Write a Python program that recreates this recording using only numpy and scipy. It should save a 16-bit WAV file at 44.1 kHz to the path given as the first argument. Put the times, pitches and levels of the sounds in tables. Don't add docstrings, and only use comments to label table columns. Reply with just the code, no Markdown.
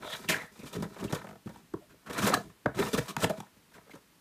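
import sys
import numpy as np
from scipy import signal
from scipy.fft import rfft, irfft, next_fast_len
from scipy.io import wavfile

SR = 44100
rng = np.random.default_rng(int(sys.argv[2]) if len(sys.argv) > 2 else 0)


def inscribe(sig):
    pcm = np.round(np.clip(np.atleast_2d(sig).T, -1, 1) * 32767)
    wavfile.write(sys.argv[1], SR, pcm.astype(np.int16))


def ratio(d):
    e = np.asarray(d, float) / 20
    return 10 ** e


N = 185352

# pitch_hz, width_hz, level_db
HOLLOW_MODES = [(60.4, 46, -13.5), (96.5, 79, -8.5), (125, 30, -3), (152.2, 27, -3.5), (199.3, 41, 0),
                (257.6, 85, -3.5), (312, 89, -4), (406, 27, -4)]
# pitch_hz, width_hz, level_db
WALL_MODES = [(475.4, 52, 0.5), (639, 47, 4), (752, 170, -4), (980, 106, 3), (1130, 205, -3),
              (1299, 102, 2.5), (1487, 213, -4), (1798, 86, -0.5), (2095, 270, -10)]
# pitch_hz, width_hz, level_db
EDGE_MODES = [(2318, 95, 2.5), (3113, 920, -1), (3510, 590, 2), (4090, 320, 0)]
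# pitch_hz, level_db (per Hz)
FIBRE_COLOUR = [(2650, -19.5), (4500, -1), (7710, -3), (8770, -4.5), (10000, -6), (14700, -9.5), (15500, 0)]


def rms_one(x):
    return x / np.sqrt(np.mean(x ** 2) + 1e-20)


def drift(rate_hz):
    r = np.exp(-2 * np.pi * rate_hz / SR)
    settle = 9000
    return rms_one(signal.lfilter([1], [1, -2 * r, r * r], rng.standard_normal(N + settle))[settle:])


def resonance(x, hz, width_hz):
    r = np.exp(-np.pi * width_hz / SR)
    feedback = [1, -2 * r * np.cos(2 * np.pi * hz / SR), r * r]
    return signal.lfilter([(1 - r * r) / 2, 0, (r * r - 1) / 2], feedback, x + 1e-18)


def body(x, modes):
    return sum((-1) ** k * ratio(db) * resonance(x, hz, width) for k, (hz, width, db) in enumerate(modes))


def coloured(x, spectrum):
    size = next_fast_len(N)
    hz, db = np.transpose(spectrum)
    bins_hz = np.arange(size // 2 + 1) * SR / size
    gain = ratio(np.interp(np.log(bins_hz + 1), np.log(hz), db))
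    return irfft(rfft(x, size) * gain, size)[:N]


def flexing():
    # start_s, hold_s, force_db
    squeezes = [(0.0, 0.1, -53), (0.217, .13, -48), (0.564, .02, -59), (0.696, .02, -51),
                (0.77, .14, -50.5), (0.997, 0.21, -51.5), (1.506, 0.094, -57), (1.7, .1, -67),
                (1.894, .03, -58.5), (2.17, .02, -48), (2.215, 0.043, -33.5), (2.314, .01, -35.5),
                (2.454, 0.015, -47.5), (2.8, .03, -42.5), (3.064, .01, -56), (3.238, .02, -38.5),
                (3.68, .04, -82)]
    rise_db_per_s, fall_db_per_s, rest_db = 216, 296.5, -78
    t = np.arange(N) / SR
    force_db = np.full(N, float(rest_db))
    for start, hold, db in squeezes:
        rising = rise_db_per_s * np.maximum(start - t, 0)
        falling = fall_db_per_s * np.maximum(t - start - abs(hold), 0)
        force_db = np.maximum(force_db, db - rising - falling)
    return ratio(force_db)


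def hush():
    # pitch_hz, level_db
    air_colour = [(18, -64), (30, -26.5), (192, 1), (767, -13.5), (874, -9.5), (2180, -12.5), (4420, -16),
                  (6540, -18.5), (15500, -20)]
    air_db, rumble_db, rumble_top_hz = -63.5, -38, 90
    air = rms_one(coloured(rng.standard_normal(N), air_colour))
    low_pass = signal.butter(2, rumble_top_hz, fs=SR, output="sos")
    rumble = rms_one(signal.sosfilt(low_pass, rng.standard_normal(N)))
    rumble_level = ratio(rumble_db + 2.1 * drift(6.6)) * flexing() ** 0.5
    return ratio(air_db) * air + rumble_level * rumble


def room(x):
    t60_s, dulling_hz = 0.36, 8200
    size = next_fast_len(N + SR)
    hz = np.arange(size // 2 + 1) * SR / size
    tail = 0
    for k, lag_s in enumerate(rng.uniform(.008, .035, 10)):
        loss = ratio(-60 * lag_s / t60_s * (2.5 + hz / dulling_hz))
        loop = loss * np.exp(-2j * np.pi * hz * lag_s)
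        tail = tail + (-1) ** k * loop / (1 - loop)
    for lag_s in (.0013, .0029, .0047):
        late = np.exp(-2j * np.pi * hz * lag_s)
        tail = tail * (late - .6) / (1 - .6 * late)
    return irfft(rfft(x, size) * tail, size)[:N]


def squeaks():
    # centre_s, length_s, pitch_hz, level_db
    squeak_table = [(0.092, 0.046, 3450, -48.5), (.133, 0.018, 3500, -41), (.135, .019, 1750, -47),
                    (0.093, 0.063, 630, -48), (.286, 0.0067, 2880, -43), (0.345, 0.004, 1690, -27),
                    (0.361, .028, 1790, -41.5), (0.404, 0.024, 1930, -43.5), (0.463, 0.043, 1830, -56),
                    (0.618, 0.04, 2320, -59.5), (0.845, .0088, 1790, -50), (1.085, 0.0082, 2840, -50.5),
                    (1.136, 0.007, 122.8, -29.5), (1.744, 0.0036, 362, -30.5), (1.824, 0.023, 610, -59),
                    (2.247, 0.026, 201, -29.5), (2.339, 0.0035, 1130, -19), (2.342, 0.0025, 4200, -27),
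                    (2.345, .011, 1680, -28.5), (2.349, 0.03, 708, -33.5), (2.6608, 0.00062, 1406, -22),
                    (2.6603, .0014, 3700, -43), (2.662, 0.0011, 516, -19), (2.665, 0.0071, 310, -30.5),
                    (2.808, .016, 372, -28.5), (2.986, 0.0058, 1750, -31.5), (3.234, 0.016, 8100, -41),
                    (3.308, .012, 622, -30), (3.248, 0.0061, 966, -33), (3.432, .014, 940, -55),
                    (3.914, 0.0069, 2110, -51.5)]
    t, out, noise = np.arange(N) / SR, np.zeros(N), rng.standard_normal(N)
    for s, length, hz, db in squeak_table:
        at = slice(max(round((s - .1) * SR), 0), round((s + .1) * SR))
        tone = resonance(resonance(noise[at], hz, .2 * hz), hz, .2 * hz)
        swell = np.exp(-((t[at] - s) / length) ** 2)
        squeak = tone * swell
        out[at] += ratio(db) * squeak * np.sqrt(np.sum(swell ** 2) / np.sum(squeak ** 2))
    return out


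def contacts(table, shape, push_share, boom_gain_db, fibre_gain_db, fibre_power, cut_ratio):
    size = int(.14 * SR)
    t = np.arange(size) / SR
    rattles = rng.standard_normal((len(table), size)) * ratio(1.5 * drift(150)[:size])
    strengths_db = rng.normal(0, 2.5, (len(table), len(HOLLOW_MODES)))
    out, hiss = np.zeros((2, N + size))
    push = np.sin(np.pi * np.clip(t / 0.0024, 0, 1)) ** 2
    dull = signal.butter(2, 600, fs=SR, output="sos")
    for row, rattle, strength in zip(table, rattles, strengths_db):
        s, wall_db, boom_db, fibre_db, hz, length = row
        at = slice(round(s * SR), round(s * SR) + size)
        swell = shape(t, np.clip(length, .003, .1))
        force = rattle * swell

        soft = signal.butter(3, min(cut_ratio * hz, 4000), fs=SR, output="sos")
        grip = 1.1 * resonance(force, hz, hz * 0.17)
        broad = 0.057 * resonance(force, 1420, 2500)
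        ring = signal.sosfilt(soft, 0.51 * body(force, WALL_MODES) + grip + broad)
        out[at] += ratio(wall_db - 2.5) * ring / np.abs(ring).max()

        panels = [(f, width, db + extra) for (f, width, db), extra in zip(HOLLOW_MODES, strength)]
        boom = signal.sosfilt(dull, body(push_share * push + force, panels))
        out[at] += ratio(boom_db + boom_gain_db) * boom / np.abs(boom).max()

        hiss[at] += ratio(fibre_db + fibre_gain_db) * rattle * swell ** fibre_power
    bright = coloured(hiss[:N], FIBRE_COLOUR) + ratio(5.5) * body(hiss[:N], EDGE_MODES)
    return out[:N] + bright / np.std(coloured(rattles.ravel(), FIBRE_COLOUR))


def knock_rows():
    # start_s, strength_db, hollow_weight_db, grit_db
    bumps = [(0.591, -47, 5, -11), (0.632, -41.5, 2, -15), (0.653, -44, 1, -28), (.78, -43, 12.5, -19),
             (0.8, -40.5, 10.5, -16), (.823, -28, -0.5, -16), (.853, -47, 8.5, -25), (1.026, -33, -3, -42),
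             (1.04, -32.5, -2, -13), (1.1245, -23, -4, -15.5), (1.147, -30, -9.5, -11),
             (1.459, -45, 10, -21), (1.49, -41.5, -1.5, -19), (3.376, -40, 3, -19),
             (3.563, -55.5, 0.5, -14), (3.952, -41.5, -19, -17.5)]
    # start_s, strength_db, pitch_hz
    ticks = [(0.432, -36, 815), (1.218, -41, 595), (1.243, -34.5, 534), (1.269, -36.5, 900),
             (1.289, -35.5, 865), (1.309, -38, 704), (1.328, -42, 457), (1.355, -41.5, 724),
             (1.472, -38, 840), (1.543, -48, 920), (1.559, -41, 880), (1.939, -49.5, 450),
             (2.399, -32, 684), (2.499, -48, 1230), (2.833, -25, 436), (3.779, -44, 670), (3.894, -42, 587),
             (4.012, -70, 660)]
    # start_s, strength_db, pitch_hz,
    # grit_db, dying_s
    catches = [(1.737, -25, 339, -32, 0.03), (2.29, -26, 500, -9, 0.023), (2.3, -15.5, 514, -36, .012),
               (2.34, -18.5, 1540, -6, 0.042), (2.374, -23, 426, -26, 0.022),
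               (2.6582, -11.5, 608, -36.5, 0.023), (2.947, -23, 1100, -13.5, 0.049),
               (3.1653, -19, 930, -11.5, 0.014), (3.243, -13.5, 890, -11.5, 0.01),
               (3.298, -21.5, 570, -11.5, 0.006), (3.402, -29.5, 844, -13, 0.025)]
    rows = [(s, db, db + weight, db + grit, 517, 0.13) for s, db, weight, grit in bumps]
    rows += [(s, db, db - 10, db - 22.5, hz, 0.03) for s, db, hz in ticks]
    rows += [(s, db, -18.5 + 0.71 * db, db + grit, hz, dying) for s, db, hz, grit, dying in catches]
    return sorted(rows)


def knocks():
    def shape(t, dying_s):
        jolt = 2.2 * np.exp(-t / 0.00027)
        return np.clip(t / 0.00066, 0, 1) * (ratio(-60 * t / dying_s) + jolt)

    return contacts(knock_rows(), shape, push_share=9.0, boom_gain_db=2.0, fibre_gain_db=3,
                    fibre_power=1.0, cut_ratio=3.3)


def rasp_rows():
    # start_s, strength_db, hollow_weight_db, grit_db
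    drags = [(.154, -46.5, -11, 3.5), (0.728, -35.5, -14, -6.5), (0.75, -31, 3, -13.5),
             (0.959, -36, -23, -30), (1.04, -45, 13, -19), (1.095, -48, 8, -1.5), (1.153, -32.5, -24, -29),
             (2.096, -27.5, -9, -17.5), (2.266, -20, -9.5, -9.5), (2.746, -39, 3, -10), (2.767, -38, 6, -7),
             (2.788, -22, -2, -12.5), (2.875, -29, -25, -12.5), (2.93, -21, -2, -10),
             (2.975, -18.5, -5.5, -13), (3.201, -34, -19, -5), (3.232, -15, -10.5, -17),
             (3.293, -29, -5.5, -13), (3.866, -47.5, -13, -24), (3.932, -42.5, -0.5, -15)]
    # start_s, strength_db, pitch_hz, grit_db, length_s
    tears = [(0.122, -34, 1810, -8.5, 0.024), (0.287, -16.5, 1760, -7.5, 0.021),
             (0.312, -20, 2480, -17, 0.026), (0.35, -28, 1740, -31, 0.02), (0.661, -44.5, 1300, -2, 0.025),
             (0.995, -34.5, 1050, -14, 0.02), (1.893, -49.5, 1440, -15.5, 0.035),
             (2.061, -36.5, 1380, -17.5, 0.024), (2.129, -39, 940, 0, 0.0057),
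             (2.179, -21.5, 1430, -10.5, 0.012), (2.218, -21.5, 1250, -14, 0.038),
             (2.33, -24.5, 1130, -13, 0.0086), (2.857, -28.5, 950, -18, 0.021),
             (3.08, -30, 1120, -8.5, 0.03), (3.221, -22, 1420, -10.5, 0.021),
             (3.737, -43.5, 1620, -12.5, .028), (3.904, -49.5, 2050, -8, 0.02)]
    rows = [(s, db, db + weight, db + grit, 463, 0.01506) for s, db, weight, grit in drags]
    for s, db, hz, grit, length in tears:
        weight = -5 - 7.5 * np.log2(hz / 1000)
        rows.append((s, db, db + weight, db + grit, hz, length))
    return sorted(rows)


def rasps():
    def shape(t, length_s):
        return np.clip(t / 0.00083, 0, 1) * np.exp(-np.maximum(t - length_s, 0) / 0.0034)

    return contacts(rasp_rows(), shape, push_share=0.42, boom_gain_db=1.5, fibre_gain_db=-4.0,
                    fibre_power=0.41, cut_ratio=6.3)


def grains(per_s, spread_db, clump_db, clump_rate):
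    sizes = ratio(spread_db * np.minimum(rng.exponential(1, N), 5)) * rng.choice([-1, 1], N)
    snapping = rng.random(N) < per_s / SR
    return rms_one(sizes * snapping * ratio(clump_db * drift(clump_rate)))


def in_time(rows):
    s, *columns = np.transpose(rows)
    t = np.arange(N) / SR
    fade_in = (t - s[0] + .012) / .012
    fade_out = (s[-1] + .03 - t) / .03
    gate = np.clip(np.minimum(fade_in, fade_out), 0, 1)
    return np.array([gate * ratio(np.interp(t, s, c)) for c in columns])


def stroke_layers(rows):
    return in_time([(s, db, db - 6 + 0.7 * bite, db + bite) for s, db, bite in rows])


def driven(drive, gain, colour):
    return colour(drive * gain) / np.std(colour(drive))


def crackle(spectrum, cycles, even_share):
    pitches_hz = np.geomspace(2300, 14500, 14)
    dealt = np.repeat(rng.integers(0, len(pitches_hz), N // 64 + 1), 64)[:N]

    def colour(force):
        ringing = sum(resonance(force * (dealt == k), hz, hz / cycles) for k, hz in enumerate(pitches_hz))
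        return coloured(even_share * force + np.sqrt(cycles) * ringing, spectrum)

    return colour


def tearing():
    # time_s, pressure_db, bite_db
    strokes = [
        [(0.0, -59, -7), (0.04, -49, -6), (0.114, -42.5, -4.7), (0.2, -53.5, 0), (0.27, -50, -6)],
        [(0.3, -32, -2.5), (0.398, -46, -5.5), (0.446, -57.5, 0), (0.48, -67.5, 2)],
        [(0.52, -61.5, -2), (0.652, -54, -2.7), (0.93, -61, -1.2), (1.034, -51, -5), (1.115, -54, -2),
         (1.15, -43, -14), (1.2, -52.5, -7), (1.33, -61.5, -7)],
        [(1.46, -65, 1.5), (1.53, -67, 0), (1.59, -63.5, 2)],
        [(2.03, -68, -30), (2.126, -42, -8.5), (2.244, -37, 1.4), (2.274, -26.5, -3.5), (2.316, -40, -7),
         (2.392, -52, 0), (2.5, -61.5, -7)],
        [(2.67, -50, -30), (2.73, -51.5, -35), (2.774, -44.5, -5), (2.824, -33.5, -6), (2.905, -51, -1),
         (3.066, -50, -0.5), (3.15, -56.5, -12)],
        [(3.18, -41, -6), (3.274, -51, -12), (3.394, -61.5, 3.5), (3.47, -63.5, -8)],
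        [(3.72, -61, -9), (3.864, -70, -6), (4.03, -93, 9)],
    ]
    wall, edge, fibre = sum(stroke_layers(rows) for rows in strokes)
    snaps = grains(9800, spread_db=2.5, clump_db=2.0, clump_rate=30)
    slips = grains(1500, spread_db=2.0, clump_db=-5.0, clump_rate=39) + 0.12 * snaps
    lumps = grains(300, spread_db=1.0, clump_db=7.0, clump_rate=18) + 0.53 * slips
    hollow_sound = driven(lumps, flexing(), lambda x: body(x, HOLLOW_MODES))
    wall_sound = driven(slips, wall, lambda x: body(x, WALL_MODES))
    edge_sound = driven(snaps + 2.2 * slips, edge, lambda x: body(x, EDGE_MODES))
    fibre_sound = driven(snaps, fibre, crackle(FIBRE_COLOUR, cycles=24.0, even_share=3.4))
    return hollow_sound + wall_sound + edge_sound + fibre_sound


def scene():
    box = tearing() + knocks() + rasps() + squeaks()
    return (box + ratio(-14.5) * room(box) + hush())[None]


def band_limit(x):
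    return signal.sosfilt(signal.butter(12, 16030, fs=SR, output="sos"), x)


def record(dry):
    thin = signal.sosfilt(signal.butter(2, 45, "high", fs=SR, output="sos"), dry)
    cut = signal.sosfilt(signal.cheby2(12, 70, 16150, fs=SR, output="sos"), thin)
    return band_limit(cut)


dry = scene()
out = record(dry)
inscribe(out)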